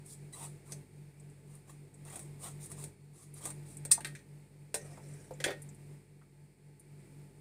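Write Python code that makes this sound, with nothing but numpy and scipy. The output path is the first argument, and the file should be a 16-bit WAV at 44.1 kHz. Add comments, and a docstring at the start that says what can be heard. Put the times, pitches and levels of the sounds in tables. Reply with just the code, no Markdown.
"""Two motors a few hertz apart hum and throb over room rush from the start; quiet moments are turned down.
A hand opener then works round a tin can in a small kitchen: the blade scrapes along the rim in short
strokes of filtered friction noise, ticks, squeaks once and slips. One hard snap follows near 3.9 s; the tin
and the tool, built from noise bursts and ringing modes, knock on the table, and metal slides over its top."""
import sys
import numpy as np
from scipy import signal
from scipy.fft import rfft, irfft, next_fast_len
from scipy.io import wavfile
from scipy.ndimage import map_coordinates

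SR = 44100
rng = np.random.default_rng(int(sys.argv[2]) if len(sys.argv) > 2 else 0)


def materialize(psi):
    """Save the field psi as 16-bit PCM at rate SR to the path in sys.argv[1].

    A 1-D psi becomes a single channel; in a 2-D psi each row is a channel.
    """
    bounded = np.clip(np.atleast_2d(psi).T, -1, 1)
    quanta = np.round(bounded * 32767).astype(np.int16)
    wavfile.write(sys.argv[1], SR, quanta)


N = 326597


def amp(db):
    """Decibels to gain."""
    return 10 ** (np.asarray(db) / 20)


def unit(x):
    """Scale to rms 1."""
    return x / np.sqrt(np.mean(x ** 2) + 1e-20)


def onset_unit(sound):
    """Scale to rms 1 over the first 10 ms."""
    return sound / np.sqrt(np.mean(sound[:SR // 100] ** 2))


def wobble(rate_hz):
    """A smooth random curve through rate_hz random knots a second."""
    knots = rng.standard_normal(int(N * rate_hz / SR) + 4)
    return map_coordinates(knots, [np.arange(N) * rate_hz / SR])


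def colour(x, shape, size=4096):
    """Pass x through a causal minimum-phase filter with the given (pitch_hz, gain_db) shape."""
    knots_hz, gain_db = np.transpose(shape)
    bins_hz = np.fft.rfftfreq(size, 1 / SR)
    log_gain = np.log(amp(np.interp(np.log(bins_hz + 1), np.log(knots_hz), gain_db)))
    # folding the cepstrum onto positive time makes the filter causal
    cepstrum = irfft(log_gain)
    cepstrum[1:size // 2] *= 2
    cepstrum[size // 2 + 1:] = 0
    impulse = irfft(np.exp(rfft(cepstrum)))
    return signal.fftconvolve(x, impulse)[:len(x)]


def add(track, start_s, sound):
    """Mix a sound into the track at its start time."""
    part = track[round(start_s * SR):]
    part[:len(sound)] += sound[:len(part)]


# motor lines, before the shared lift and wobble: pitch_hz [Hz], level_db [dB]
HUM = [(48.02, -68), (100, -65), (144.07, -53.5), (147.95, -57.3), (192.09, -65.5), (196.1, -77)]
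# slow rise and fall of the background: time_s [s], gain_db [dB]
SWELL = [(0, 0), (0.8, 1.5), (0.9, -1), (1.9, -1), (2.15, 1.5), (2.87, 3.5), (2.96, -3.5), (3.28, -1.7),
         (3.45, 2.5), (4.13, 1.7), (4.26, -1), (4.7, -2.2), (4.85, 2), (5.93, 1), (6.08, -3.5), (6.8, -4),
         (7.08, 1), (7.41, -1.5)]
# relative colour of the room's low rush: pitch_hz [Hz], gain_db [dB]
AIR = [(25, -26), (45, -6), (65, -5.5), (100, 5), (125, -0.5), (140, 14.5), (175, 1.5), (230, 2), (420, 4),
       (520, -6.5), (850, -12), (1050, -17.5), (1800, -27.5)]
# relative colour of its high fizz: pitch_hz [Hz], gain_db [dB]
FIZZ = [(700, -17.5), (1700, 0), (2300, 4.5), (3100, -9), (3900, -7), (4500, -10.5), (5100, -5),
        (5700, -16), (7200, -6.5), (8600, 2.5), (10000, -4), (11500, -19.5), (15500, -21.5)]
IN_STEP_S = .75  # a moment when the two motors are in step


def background():
    """Two motors drift in and out of step over the rush of the room; the level slowly rises and falls."""
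    t = np.arange(N) / SR
    swell_db = np.interp(t, *np.transpose(SWELL))
    t = t - IN_STEP_S
    motors = sum(amp(level_db) * np.cos(2 * np.pi * hz * t) for hz, level_db in HUM)
    hum = amp(1.85 + .3 * wobble(10)) * motors
    air = amp(-59.0) * unit(colour(rng.standard_normal(N), AIR))
    fizz = amp(-68.5 + .5 * wobble(14)) * unit(colour(rng.standard_normal(N), FIZZ))
    # two faint, wavering whines ride on the rush; the higher one does not follow the swell
    whine = amp(-76.5 + 2 * wobble(7)) * np.sin(2 * np.pi * 865 * t + 1.1 * wobble(25))
    sing = amp(-83 + wobble(3)) * np.sin(2 * np.pi * 4420 * t + 2 * wobble(260))
    return amp(swell_db) * (hum + air + fizz + whine) + sing


BITE_S = 0.0075  # time constant of every onset of a push


def push(start_s, length_s, grows_db, release_db_per_s):
    """Gain of one push of the hand: it bites, changes by grows_db toward a gain of 1, then lets go."""
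    t = np.maximum(np.arange(N) / SR - start_s, 0)
    pressure_db = grows_db * (np.minimum(t / length_s, 1) - 1)
    release_db = release_db_per_s * np.maximum(t - length_s, 0)
    return (1 - np.exp(-t / BITE_S)) * amp(pressure_db - release_db)


def slips(rate_hz, spread_db, smooth):
    """Strength of friction, rms 1: tiny slips of uneven size over smooth sliding."""
    t = np.arange(SR // 50) / SR
    chance, size = rng.random(N), rng.random(N)
    impulses = (chance < rate_hz / SR) * amp(spread_db * size) ** 2
    energy = signal.fftconvolve(impulses, np.exp(-t / 0.0081))[:N]
    return unit(np.sqrt(np.abs(energy) / np.mean(energy) + smooth))


def friction(grit, shape, patchy_db):
    """Rubbing noise of rms 1; its resonances come and go as the contact moves from spot to spot."""
    spectrum = signal.stft(colour(grit * rng.standard_normal(N), shape), nperseg=512)[2]
    # random gains, smoothed over neighbouring pitches and moments
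    patch = np.outer(np.hanning(5), np.hanning(13))
    field = unit(signal.fftconvolve(rng.standard_normal(spectrum.shape), patch, "same"))
    return unit(signal.istft(spectrum * amp(patchy_db * field), nperseg=512)[1][:N])


# strokes of the blade along the rim: start_s [s], push_s [s], hiss_db [dB], rasp_db [dB]
STROKES = [(.045, 0.08, -49.5, -71), (0.32, 0.011, -49, -58.5), (0.344, 0.1, -47.5, -54.5),
           (.65, 0.077, -55, -63.5), (1.46, 0.11, -64.5, -69.5), (1.669, 0.031, -57.5, -57.5),
           (2.05, 0.12, -52.5, -54.5), (2.2, 0.03, -58, -69.5), (2.389, 0.047, -50, -61),
           (2.429, 0.042, -50, -51), (2.596, 0.046, -50, -66), (2.695, 0.027, -54, -61),
           (2.765, 0.057, -49.5, -58), (3.13, 0.1, -55, -67), (3.34, 0.04, -53, -64),
           (3.406, 0.067, -45, -52.5), (3.651, 0.074, -55, -69)]
# relative colour of the blade sliding on the rim: pitch_hz [Hz], gain_db [dB]
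HISS = [(2500, -32.5), (3800, -14), (5800, -14.5), (7300, -8.5), (8150, -1.5), (9150, 1), (10200, -8),
        (11200, -11), (11800, -18.5), (15500, -18)]
# relative colour of the rasping wall: pitch_hz [Hz], gain_db [dB]
RASP = [(250, -5), (550, 2.5), (780, 4.5), (1200, 4.5), (1500, -6.5), (1900, -4), (3100, -7.5), (3800, -6),
        (4600, -20.5), (7000, -6), (12000, -14), (15500, -15)]
# growth during each push, and the rate of letting go
HISS_GROWS_DB, HISS_RELEASE_DB_PER_S = 10.5, 261
RASP_GROWS_DB, RASP_RELEASE_DB_PER_S = 5.5, 390


def scraping():
    """The blade drags along the rim in uneven friction and also sets the wall rasping."""
    hiss, rasp = np.zeros(N), np.zeros(N)
    for start_s, push_s, hiss_db, rasp_db in STROKES:
        hiss += amp(hiss_db) * push(start_s, push_s, HISS_GROWS_DB, HISS_RELEASE_DB_PER_S)
        rasp += amp(rasp_db) * push(start_s, push_s, RASP_GROWS_DB, RASP_RELEASE_DB_PER_S)
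    grit = slips(rate_hz=310, spread_db=10.5, smooth=0.76)
    return hiss * friction(grit, HISS, patchy_db=2.5) + rasp * friction(grit, RASP, patchy_db=4.0)


def taps(rows, t60_s, attack_s, skirt_db):
    """Light contacts wake only one broad resonance; skirt_db is its gain an octave away."""
    out, t = np.zeros(N), np.arange(SR // 4) / SR
    fade = (1 - np.exp(-t / attack_s)) * amp(-60 * t / t60_s)
    for start_s, level_db, hz in rows:
        peak = [(hz / 2, skirt_db), (hz * .85, skirt_db / 3), (hz, 0),
                (hz * 1.2, skirt_db / 3), (hz * 2, skirt_db), (hz * 4, 2 * skirt_db)]
        burst = colour(fade * rng.standard_normal(len(t)), peak)
        add(out, start_s, amp(level_db) * onset_unit(burst))
    return out


# light ticks of the blade tip, before the shared trim: start_s [s], level_db [dB], pitch_hz [Hz]
TICKS = [(.06, -52, 8900), (1.197, -59, 8200), (1.298, -66, 8400), (1.551, -55.5, 9250),
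         (1.941, -57.5, 8300), (2.658, -47.5, 8950), (2.7, -50, 9350), (3.339, -50.5, 9300),
         (3.769, -46.5, 8600), (3.911, -30, 8600), (4.071, -50, 9200), (4.974, -66, 7040),
         (5.086, -61, 8860), (5.135, -57, 8100), (5.2, -67, 6800), (5.337, -59, 7360), (5.619, -49.5, 9200),
         (5.689, -55.5, 7450), (5.747, -60, 8800), (6.796, -54, 9140)]


def ticks():
    """The blade tip ticks: short noise bursts through one high, narrow resonance each."""
    return amp(-1.0) * taps(TICKS, t60_s=.06, attack_s=0.00046, skirt_db=-39.0)


# partials of the squeak: multiple [times the pitch], level_db [dB]
SQUEAK = [(1, -56.5), (2, -54), (3, -68), (4, -45.5)]
SQUEAK_S, SQUEAK_RISE_S = 0.332, 0.0057  # start, and time from there to the peak
SQUEAK_HZ, SQUEAK_JITTER = 2000, 0.014  # pitch, and its scatter as a share


def squeak():
    """For a moment the blade sticks and slips at a nearly regular rate."""
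    u = np.maximum(np.arange(N) / SR - SQUEAK_S, 0) / SQUEAK_RISE_S
    pitch_hz = SQUEAK_HZ * (1 + SQUEAK_JITTER * wobble(900))
    phase = 2 * np.pi * np.cumsum(pitch_hz) / SR
    partials = sum(amp(level_db) * np.sin(multiple * phase) for multiple, level_db in SQUEAK)
    return u * np.exp(1 - u) * partials


def speckle(shape, depth_db, count=160):
    """The shape with random peaks and dips: each spot of the tin has its own resonances."""
    hz = np.geomspace(100, SR / 2, count)
    knots_hz, gain_db = np.transpose(shape)
    smooth_db = np.interp(np.log(hz), np.log(knots_hz), gain_db)
    return np.transpose([hz, smooth_db + depth_db * rng.standard_normal(count)])


# modes of the tin: pitch_hz [Hz], strength_db [dB, before shape and scatter], t60_s [s]
TIN = [(315, -6, .18), (387, 2, .26), (455, -4, .17), (581, 0, .26), (795, 2, .2), (875, -2, .16),
       (1506, -8, .16), (1610, -6, .22), (1765, -3, .2), (1854, 3, .22), (1955, -4, .14), (2105, -3, .13),
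       (2340, -2, .12), (2580, -1, .12), (3370, -1, .18), (3620, -2, .15), (4160, -4, .12), (5000, -4, .12),
       (6145, -1, .13), (6720, -1, .1), (8052, 1, .11), (8180, 2, .1), (8285, 2, .1), (8553, 0, .11),
       (8883, -1, .11), (9060, -1, .11), (9277, -1, .1)]


def strike(shape, crack_db, t60_s, ring_db):
    """One part after a blow: a crack, a dense rattle and those modes of the tin its colour lets through."""
    t = np.arange(SR // 3) / SR
    fade = amp(crack_db - 60 * t / 0.0043) + amp(-60 * t / t60_s)
    rattle = unit(colour(fade * rng.standard_normal(len(t)), speckle(shape, depth_db=4.0)))
    # one row per mode
    hz, strength_db, mode_t60_s = np.transpose(TIN)[:, :, None]
    reach_db = np.interp(hz, *np.transpose(shape), left=-80, right=-80)
    scatter_db = 2 * rng.standard_normal(hz.shape)
    sizes = amp(strength_db + reach_db + scatter_db) * rng.choice([-1, 1], hz.shape)
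    decays = np.exp(-np.log(1000) * t / mode_t60_s)
    ring = unit(np.sum(sizes * decays * np.sin(2 * np.pi * hz * t), axis=0))
    return onset_unit(rattle + amp(ring_db) * ring)


# the blade catches and slips while cutting, before the rim's trim: start_s [s], rim_db [dB]
SLIPS = [(0.417, -52), (.441, -51), (2.051, -54.5), (2.076, -58), (2.1, -52), (2.125, -52.5), (2.157, -43),
         (2.193, -46), (2.716, -46), (2.839, -43), (3.438, -49), (3.455, -36.5), (3.504, -43.5),
         (3.851, -39.5)]
# snaps and clanks of opener and tin, before each part's trim and stretch of the rattle:
# start_s [s], rim_db [dB], blade_db [dB], wall_db [dB], bottom_db [dB], rattle_t60_s [s]
CONTACTS = [(0.7205, -45, -45, -57, -54.5, 0.041), (3.915, -18, -27, -41, -63, 0.027),
            (3.921, -19.5, -32, -49, -80, 0.052), (4.006, -47, -71, -50, -60, 0.052),
            (4.047, -41, -49.5, -36, -54, 0.085), (4.151, -58, -57.5, -48, -72, 0.077),
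            (4.190, -68.5, -68, -61, -75, 0.07), (4.7425, -32, -38.5, -39.5, -36.5, 0.062),
            (5.402, -62, -50, -43, -49, 0.06), (5.441, -35.5, -35, -26.5, -39.5, 0.049),
            (5.46, -68, -64, -40, -40, 0.18), (5.478, -54, -64, -40.5, -42, 0.12),
            (5.506, -65, -56, -42, -42.5, 0.072)]
# relative colour of the bright rim: pitch_hz [Hz], gain_db [dB]
RIM = [(3000, -45), (6000, -23), (7400, -12), (8150, -4), (8800, -3), (9300, 1.5), (9900, -13),
       (11700, -22), (15500, -22.5)]
# relative colour of the struck blade: pitch_hz [Hz], gain_db [dB]
BLADE = [(1900, -31), (2600, -3.5), (3100, -17), (3700, -2), (4300, -1), (4900, -2), (5500, 1.5),
         (7500, 1.5), (10500, -5.5), (12500, -13), (15500, -20.5)]
# relative colour of the tin's wall: pitch_hz [Hz], gain_db [dB]
WALL = [(900, -24.5), (1200, -17), (1480, 0.5), (1850, -1), (2450, -0.5), (2950, -12), (3400, -5),
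        (4400, -10), (8000, -34)]
# relative colour of the tin's bottom: pitch_hz [Hz], gain_db [dB]
BOTTOM = [(150, -36.5), (240, -20), (310, 3), (400, 3.5), (580, 5), (850, -5), (1200, -10.5), (1700, -27.5)]
# every slip shares these levels against rim_db, and one rattle, before the same trims and stretch
SLIP_BLADE_DB, SLIP_WALL_DB, SLIP_BOTTOM_DB, SLIP_T60_S = -14, -12.5, -12.5, 0.037


def contacts():
    """Each slip or clank shakes the bright rim, the blade, the wall and the bottom by its own amounts."""
    out = np.zeros(N)
    slipping = [(start_s, rim_db, rim_db + SLIP_BLADE_DB, rim_db + SLIP_WALL_DB,
                 rim_db + SLIP_BOTTOM_DB, SLIP_T60_S) for start_s, rim_db in SLIPS]
    for start_s, rim_db, blade_db, wall_db, bottom_db, t60_s in slipping + list(CONTACTS):
        rim = strike(RIM, crack_db=-3, t60_s=1.8 * t60_s, ring_db=-5.0)
        blade = strike(BLADE, crack_db=-0.5, t60_s=1.9 * t60_s, ring_db=-10.5)
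        wall = strike(WALL, crack_db=-2, t60_s=1.37 * t60_s, ring_db=-9)
        bottom = strike(BOTTOM, crack_db=-7, t60_s=1.1 * t60_s, ring_db=-4)
        add(out, start_s, amp(rim_db - 1.1) * rim)
        add(out, start_s, amp(blade_db) * blade)
        add(out, start_s, amp(wall_db - 3.5) * wall)
        add(out, start_s, amp(bottom_db - 2.0) * bottom)
    return out


# dull knocks of the tin in the hand and on the table, before the shared lift:
# start_s [s], level_db [dB], pitch_hz [Hz]
KNOCKS = [(1.695, -66, 1030), (3.909, -50, 1010), (3.945, -74, 950), (3.976, -44.5, 798), (4.973, -55, 830),
          (5.307, -44, 504), (5.404, -49, 550), (5.460, -37, 383.4), (5.484, -46.5, 705),
          (6.214, -65, 1178)]


def knocks():
    """The tin knocks dully: soft-edged noise bursts through one low, broad resonance each."""
    return amp(1.0) * taps(KNOCKS, t60_s=.07, attack_s=.001, skirt_db=-20)


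# relative colour of metal sliding on the table top: pitch_hz [Hz], gain_db [dB]
TABLE = [(250, -11), (500, 16.5), (1100, -6), (1850, 4), (3300, -11), (4700, -9), (5400, 0), (6800, -4),
         (8200, 3), (9600, 1), (10300, -7), (15500, -23)]
# one fading move; SLIDE_DB is its level at the start, before the bite
SLIDE_START_S, SLIDE_LENGTH_S, SLIDE_DB = 4.755, 0.5, -60
SLIDE_FADE_DB_PER_S, SLIDE_RELEASE_DB_PER_S = 4.5, 150


def sliding():
    """Metal shifts over the table top in small uneven rubs."""
    fade_db = SLIDE_FADE_DB_PER_S * SLIDE_LENGTH_S
    move = push(SLIDE_START_S, SLIDE_LENGTH_S, -fade_db, SLIDE_RELEASE_DB_PER_S)
    grit = slips(rate_hz=160, spread_db=16, smooth=0.7)
    return amp(SLIDE_DB - fade_db) * move * friction(grit, TABLE, patchy_db=4.0)


def kitchen(x, t60_s, wet_db):
    """Close walls add a short, dense tail."""
    t = np.arange(SR // 2) / SR
    tail = rng.standard_normal(len(t)) * amp(-60 * t / t60_s) * (1 - np.exp(-t / 0.0021))
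    tail = colour(tail, [(100, 2.5), (3000, 3.0), (8000, -4.5), (15000, -7.0)])
    return x + amp(wet_db) * signal.fftconvolve(x, tail / np.linalg.norm(tail))[:N]


# threshold, dB lost per dB below it, and reaction time
EXPAND_BELOW_DB, EXPAND_SLOPE, EXPAND_S = -47, 0.29, 0.017


def expander(x):
    """The gain sinks as the smoothed power of the sound falls below the threshold."""
    keep = np.exp(-1 / (EXPAND_S * SR))
    start_power = np.mean(x[:, :SR // 20] ** 2)
    power = signal.lfilter([1 - keep], [1, -keep], x ** 2, zi=[[start_power]])[0]
    below_db = np.minimum(10 * np.log10(power) - EXPAND_BELOW_DB, 0)
    return x * amp(EXPAND_SLOPE * below_db)


def scene():
    """Opener and tin sound in the kitchen over the background, mixed to one channel."""
    work = scraping() + ticks() + squeak() + contacts() + knocks() + sliding()
    return (kitchen(work, t60_s=0.15, wet_db=-13.5) + background())[None]


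TOP_HZ = 15550  # band limit


def record(dry):
    """Quiet moments are turned down, and a very steep low-pass removes what lies above the band limit."""
    size = next_fast_len(N + SR // 2)
    gain = 1 / (1 + (np.fft.rfftfreq(size, 1 / SR) / TOP_HZ) ** 200)
    return irfft(rfft(expander(dry), size) * gain, size)[:, :N]


dry = scene()
out = record(dry)
materialize(out)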